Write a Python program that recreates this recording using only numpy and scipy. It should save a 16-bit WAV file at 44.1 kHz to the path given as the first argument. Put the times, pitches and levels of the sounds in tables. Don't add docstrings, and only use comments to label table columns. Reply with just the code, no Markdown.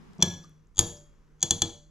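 import sys
import numpy as np
from scipy import signal
from scipy.fft import rfft, irfft
from scipy.io import wavfile
from scipy.ndimage import uniform_filter1d

SR = 44100
rng = np.random.default_rng(int(sys.argv[2]) if len(sys.argv) > 2 else 0)


def put_to_file(sound):
    columns = np.atleast_2d(sound).T
    safe = np.clip(columns, -1, 1)
    whole_steps = np.round(safe * 32767)
    wavfile.write(sys.argv[1], SR, whole_steps.astype(np.int16))


def magnitude_from_level(level_db):
    exponent = np.asarray(level_db, float) / 20
    return 10 ** exponent


N = 83790

# (frequency [Hz], level [dB per Hz])
AIR_COLOUR = [(110, -32), (180, -4), (490, -12), (650, -23), (1120, -16.5), (4200, -34), (6300, -29.5),
              (9000, -45)]
RUSTLE_COLOUR = [(120, -37), (200, 5), (280, -21.5), (347, -9.5), (561, -30.5), (759, -18.5), (5170, -38.5),
                 (14000, -52)]
RUMBLE_COLOUR = [(15, -11), (35, -5), (50, -1), (62, -20.5), (100, -15.5), (300, -60)]
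AIR_DB, RUSTLE_DB, RUMBLE_DB = -69, -57, -60
RUSTLE_END_S = 0.25
# (time [s], level [dB])
AIR_GATE = [(0, 4.5), (.45, 5.5), (.56, -0.5), (.76, -3), (.95, 2.5), (1.4, 0), (1.7, -6), (1.8, -5.5),
            (1.9, -2.5)]
# (time [s], level [dB])
HUM_LEVEL = [(0, -58), (.3, -70), (.4, -53), (.6, -59.5), (.7, -73), (1.0, -56), (1.15, -71.5), (1.35, -63),
             (1.9, -63.5)]
HUM_HZ, HUM_WIDTH_HZ = 154, 6

# (time [s], level [dB], frequency [Hz], length [ms], sharpness Q [1])
TICKS = [
    (.133, -49.5, 3330, 1.4, 0.63),
    (.152, -64, 11400, 1.4, 4.0),
    (.182, -48.5, 5930, 1.2, 2.6),
    (.436, -48, 4700, 4.7, 3.0),
    (0.436, -61.5, 7800, 8.8, 1.2),
    (.437, -41.5, 1207, 10, 7.2),
    (.495, -56.5, 11060, 0.74, 4.02),
    (.670, -62, 6500, 1.4, 4.3),
    (.748, -60, 7600, 1, 1.9),
    (.968, -48.5, 5470, 6.5, 4),
]
SCRAPE_HZ, SCRAPE_DB, SCRAPE_T60_S = 5150, -76.5, 0.78

# (time [s], level [dB], push [ms], deep modes [dB])
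WALL_THUDS = [
    (0.189, -30.5, 8, -17),
    (.228, -21, 1.7, -0.5),
]
RIM_THUDS = [
    (.793, -21, 1.9, 2),
    (1.431, -31, 3.2, -4.5),
    (1.511, -26.5, 3.5, 1.5),
    (1.621, -27, 2.3, 0),
]
# (frequency [Hz], level [dB], t60 [s])
WALL_WOOD = [(95, -7.5, 0.35), (108.6, -12, 0.32), (149, -2.5, 0.063), (173, -8, 0.35), (182.4, 4.5, 0.089),
             (240.9, -10.5, .12), (333.5, -16, 0.17), (346, -12.5, 0.26), (513, -10.5, .08)]
RIM_WOOD = [(35.04, -3.5, 0.041), (93.5, -1, 0.16), (111.5, -10, 0.25), (136.4, -1.5, 0.11),
            (177, -3, 0.12), (251, -8.5, 0.13), (336, -4, 0.2), (345, -33, 0.45), (472, -14.5, 0.3),
            (794, -10.5, 0.06), (921, -21, .03), (60.5, -9.5, 0.11)]
DEEP_HZ = 130
# (frequency [Hz], level [dB per Hz])
RATTLE_COLOUR = [(60, -30), (150, 8), (250, -2), (500, -6), (1000, -11.5), (1400, -24.5), (3000, -27.5),
                 (8000, -62)]
RATTLE_DB, RATTLE_T60_S = -7.5, 0.27
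# (time [s], level [dB])
BOWL = [
    (.905, -45.5),
    (1.72, -52.5),
]
BOWL_HZ, BOWL_RISE_S, BOWL_T60_S = 585, 0.015, 0.45

# (time [s], level [dB], low modes [dB], left-right [dB])
WALL_KNOCKS = [
    (.2233, -14, 2.5, 1.5),
    (0.2245, -4, -4, -1.5),
]
RIM_KNOCKS = [
    (0.7909, -2.5, -3, 0.67),
    (0.8085, -18.5, -2.5, 0.94),
]
RIM_TAPS = [
    (1.4272, -12, -1.5, 0.34),
    (1.5075, -11, 1, 0.41),
    (1.6190, -12.5, 3, 0.28),
]
# (frequency [Hz], level [dB], t60 [s])
WALL_MODES = [(937, -7, 0.0083), (2268, -15, 0.02), (3046, -13.5, 0.05), (3416, -2, 0.039),
              (4137, -11, 0.025), (4560, -1, 0.019), (5880, 4.5, 0.017), (6640, -6, 0.016),
              (6650, -11.5, 0.0094), (7340, -10.5, .025), (8574, -18.5, 0.017), (10925, -30, 0.03),
              (11500, -34, .015)]
RIM_MODES = [(893, -10, 0.016), (1698, -29, 0.027), (2334, -31, 0.04), (2940, -26.5, .03), (3380, 0, 0.014),
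             (3840, -9, 0.022), (4614, -8, 0.024), (5106, -21.5, 0.036), (6510, -2, 0.012),
             (6670, 10, 0.009), (6975, 9, 0.0093), (7210, -10, 0.036), (9800, -12.5, 0.022),
             (11090, -13.5, 0.016)]
TAP_MODES = [(804, -14.5, 0.04), (1719, -24.5, 0.071), (2320, -24.5, 0.043), (2970, -22, 0.086),
             (3341, -10.5, 0.039), (3388, -7, 0.06), (3700, -17.5, 0.03), (4180, -7.5, 0.025),
             (4660, -10, 0.03), (5805, -10.5, 0.041), (6240, 4, 0.012), (6673, 6.5, 0.014),
             (7040, 4, 0.017), (7460, 2.5, 0.015)]
# (frequency [Hz], level [dB], t60 [s])
WALL_RING = [(5775, -33, .33), (5820, -30, .3), (1685, -31, .35), (3345, -30, .12), (3413, -36, .15),
             (4170, -30, .08), (6735, -40, .2), (5150, -26, .015), (10300, -24, .01), (1200, -26, .015),
             (3720, -18, .015), (12860, -34, .01), (14000, -36, .008), (7750, -14, .01)]
RIM_RING = [(1710, -42, 0.43), (3270, -42.5, 0.57), (4000, -11.5, 0.009), (5820, -35, 0.34),
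            (6630, -43.5, .45), (7050, -35, 0.33), (8330, -17, .012), (1234, -17, 0.019),
            (10840, -11.5, 0.011), (7640, -27.5, 0.02), (12100, -33, 0.02), (12600, -24, 0.016),
            (14200, -31, .015), (14300, -26, .012)]
TAP_RING = [(1314, -19, 0.019), (4765, -11.5, .012), (945, -19.5, .015), (5835, -32.5, 0.38),
            (6570, -26.5, 0.24), (7200, -11.5, 0.014), (7900, -32, .02), (8170, -19.5, .012),
            (9670, -13.5, 0.02), (10270, -7, 0.0086), (10600, -42, 0.0064), (11200, -42.5, 0.015),
            (12900, -36.5, 0.011), (14100, -22.5, .012)]
# (lower edge [Hz], upper edge [Hz])
OPPOSED_HZ = (6050, 6520)
CONTACT_MS, CRACK_DB, SPLIT_HZ = 5.6, -24.5, 5000
WALL_RISE_MS, RIM_RISE_MS = 0.98, 0.83

ROOM_DB, LOW_ROOM_DB = -12, -10.5
ROOM_HIGH_DB, ROOM_T60_S, ROOM_HIGH_T60_S = -4, 0.37, 0.39
ROOM_ALIKE, ROOM_START_S = 0.92, 0.00033

AHEAD_DB = [-25, -36, -51.5, -67]
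BLOCK_S, LEAK_TOP_HZ = 0.01067, 8600
# (time [s], level [dB])
LEAK_LEVEL = [(.2, -3.5), (0.799, 6.5), (1.441, 0), (1.47, -16)]
# (frequency [Hz], level [dB])
TONE = [(20, 0), (8300, 0), (8450, -10), (8800, -10), (8950, 0), (12000, 0), (14500, -8), (15300, -22),
        (16500, -36)]
# (frequency [Hz], left leads [rad])
PORT_RAD = [(20, 0), (400, -.15), (1000, -.7), (2150, -.8), (3300, -.7), (6630, -.65), (9000, -1.1),
            (14000, -1.4)]
# (frequency [Hz], left-right [dB])
PORT_DB = [(30, -3), (80, 1), (300, 0.5), (800, 1), (3000, 1), (6500, 2), (9000, 5.5), (14000, -2)]
LIMIT_KNEE_DB, LIMIT_SLOPE, LIMIT_RELEASE_S = -24, 0.24, 0.045


def table(points, hz):
    p = np.array(points)
    return np.interp(np.log(np.maximum(hz, 1)), np.log(p[:, 0]), p[:, 1])


def unit(x):
    return x / np.sqrt(np.mean(x ** 2))


def shaped(points, channels=1):
    hz = np.fft.rfftfreq(N, 1 / SR)
    white = rng.standard_normal((channels, N))
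    return unit(irfft(rfft(white) * magnitude_from_level(table(points, hz)), N))


def add(out, x, s):
    i = int(s * SR)
    out[..., i:i + x.shape[-1]] += x[..., :N - i]


def ring(modes, split_hz, low_db, scatter_db, detune):
    t = np.arange(SR // 2) / SR
    hz, db, t60 = np.array(modes).T[:, :, None]
    chance = rng.standard_normal((len(modes), 2)).T[:, :, None]
    db = db + low_db * (hz < split_hz) + scatter_db * chance[0]
    sign = 1 - 2 * ((hz > OPPOSED_HZ[0]) & (hz < OPPOSED_HZ[1]))
    wave = np.sin(2 * np.pi * hz * (1 + detune * chance[1]) * t)
    return np.sum(sign * magnitude_from_level(db - 60 * t / t60) * wave, axis=0)


def kitchen():
    t = np.arange(N) / SR
    side = np.array([[1], [-1]])
    air, stir, deep = [shaped(colour, channels=2) for colour in (AIR_COLOUR, RUSTLE_COLOUR, RUMBLE_COLOUR)]
    air = magnitude_from_level(AIR_DB + np.interp(t, *np.array(AIR_GATE).T)) * (air[0] + 0.45 * side * air[1])
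    fade = 1 / (1 + (t / RUSTLE_END_S) ** 4)
    rustle = magnitude_from_level(RUSTLE_DB) * fade * (stir[0] + 1.1 * side * stir[1])
    rumble = magnitude_from_level(RUMBLE_DB) * (deep[0] + 0.5 * side * deep[1])
    drift = unit(uniform_filter1d(rng.standard_normal(N), SR // 12))
    phase = 2 * np.pi * np.cumsum(HUM_HZ + HUM_WIDTH_HZ / 2 * drift) / SR
    hum = np.sqrt(2) * np.sin(phase) * magnitude_from_level(np.interp(t, *np.array(HUM_LEVEL).T))
    return air + rustle + rumble + hum


def ticks():
    out = np.zeros(N)
    t_ms = np.arange(SR // 20) / SR * 1000
    for s, db, hz, ms, sharp in TICKS:
        envelope = t_ms / ms * np.exp(-2 * t_ms / ms)
        burst = rng.standard_normal(len(t_ms)) * envelope * 5 * np.sqrt(sharp)
        b, a = signal.iirpeak(hz, sharp, fs=SR)
        add(out, magnitude_from_level(db) * signal.lfilter(b, a, signal.lfilter(b, a, burst)), s)
    b, a = signal.iirpeak(SCRAPE_HZ, 60, fs=SR)
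    whine = unit(signal.lfilter(b, a, rng.standard_normal(N)))
    return out + whine * magnitude_from_level(SCRAPE_DB - 60 * np.arange(N) / SR / SCRAPE_T60_S)


def counter():
    out = np.zeros(N)
    t = np.arange(SR // 2) / SR
    for modes, thuds in ((WALL_WOOD, WALL_THUDS), (RIM_WOOD, RIM_THUDS)):
        rattle = shaped(RATTLE_COLOUR, channels=len(thuds))[:, :len(t)]
        rattle = rattle * magnitude_from_level(RATTLE_DB - 60 * t / RATTLE_T60_S)
        for (s, db, push_ms, deep_db), shake in zip(thuds, rattle):
            push = 1 - np.exp(-t * 1000 / push_ms)
            wood = (ring(modes, DEEP_HZ, deep_db, 1.4, 0.011) + shake) * push
            add(out, magnitude_from_level(db) * wood, s)
    return out + bowl()


def bowl():
    out = np.zeros(N)
    t = np.arange(SR // 2) / SR
    swell = (1 - np.exp(-t / BOWL_RISE_S)) ** 2
    for s, db in BOWL:
        add(out, magnitude_from_level(db - 60 * t / BOWL_T60_S) * swell * np.sin(2 * np.pi * BOWL_HZ * t), s)
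    return out


def clinks():
    out = np.zeros((2, N))
    t = np.arange(SR // 80) / SR * 1000 / CONTACT_MS
    for modes, weak, knocks, rise_ms in ((WALL_MODES, WALL_RING, WALL_KNOCKS, WALL_RISE_MS),
                                         (RIM_MODES, RIM_RING, RIM_KNOCKS, RIM_RISE_MS),
                                         (TAP_MODES, TAP_RING, RIM_TAPS, RIM_RISE_MS)):
        for s, db, low_db, pan_db in knocks:
            body = ring(modes, SPLIT_HZ, low_db, 1.0, 0.0016) + ring(weak, SPLIT_HZ, low_db, 1.7, 0.0005)
            t_ms = np.arange(len(body)) / SR * 1000
            body = body * (1 - np.exp(-(t_ms / rise_ms) ** 2))
            crack = unit(t * np.exp(-2 * t) * rng.standard_normal(len(t)))
            add(body, magnitude_from_level(CRACK_DB) * crack, 0)
            pan = magnitude_from_level(np.array([[pan_db], [-pan_db]]) / 2)
            add(out, magnitude_from_level(db) * body * pan, s)
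    return out


def room(x):
    t = np.arange(SR // 2) / SR
    noise = rng.standard_normal((2, len(t)))
    low = signal.sosfilt(signal.butter(2, 5200, fs=SR, output="sos"), noise)
    high = noise - low
    tail = low * magnitude_from_level(-60 * t / ROOM_T60_S) + high * magnitude_from_level(ROOM_HIGH_DB - 60 * t / ROOM_HIGH_T60_S)
    tail = tail * np.clip(t / ROOM_START_S - 1, 0, 1)
    side = np.array([[1], [-1]])
    tail = np.sqrt(1 + ROOM_ALIKE) * tail[0] + np.sqrt(1 - ROOM_ALIKE) * tail[1] * side
    tail = tail / np.sqrt(np.sum(tail[0] ** 2))
    return signal.fftconvolve(x[None], tail, axes=1)[:, :N]


def limiter(x):
    keep = np.exp(-1 / (LIMIT_RELEASE_S * SR))
    power = signal.lfilter([1 - keep], [1, -keep], np.mean(x ** 2, axis=0))
    return x * (1 + power / magnitude_from_level(2 * LIMIT_KNEE_DB)) ** -LIMIT_SLOPE


def scene():
    glass = clinks() + ticks()
    wood = counter()
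    send = magnitude_from_level(ROOM_DB) * glass.mean(axis=0) + magnitude_from_level(LOW_ROOM_DB) * wood
    return glass + wood + room(send) + kitchen()


def band_limit(x):
    return signal.sosfilt(signal.butter(12, 15800, fs=SR, output="sos"), x)


def record(dry):
    hz = np.fft.rfftfreq(N, 1 / SR)
    half = magnitude_from_level(table(PORT_DB, hz) / 2) * np.exp(0.5j * table(PORT_RAD, hz))
    ports = np.array([half, 1 / half])
    dull = 1 / (1 + (hz / LEAK_TOP_HZ) ** 4)
    leak = dull * sum(magnitude_from_level(db) * np.exp(2j * np.pi * hz * BLOCK_S * (k + 1)) for k, db in enumerate(AHEAD_DB))
    leaky = dry * magnitude_from_level(np.interp(np.arange(N) / SR, *np.array(LEAK_LEVEL).T))
    x = irfft((rfft(dry) + rfft(leaky) * leak) * ports * magnitude_from_level(table(TONE, hz)), N)
    mix = np.clip(limiter(x), -1, 1)
    return band_limit(mix)


dry = scene()
out = record(dry)
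put_to_file(out)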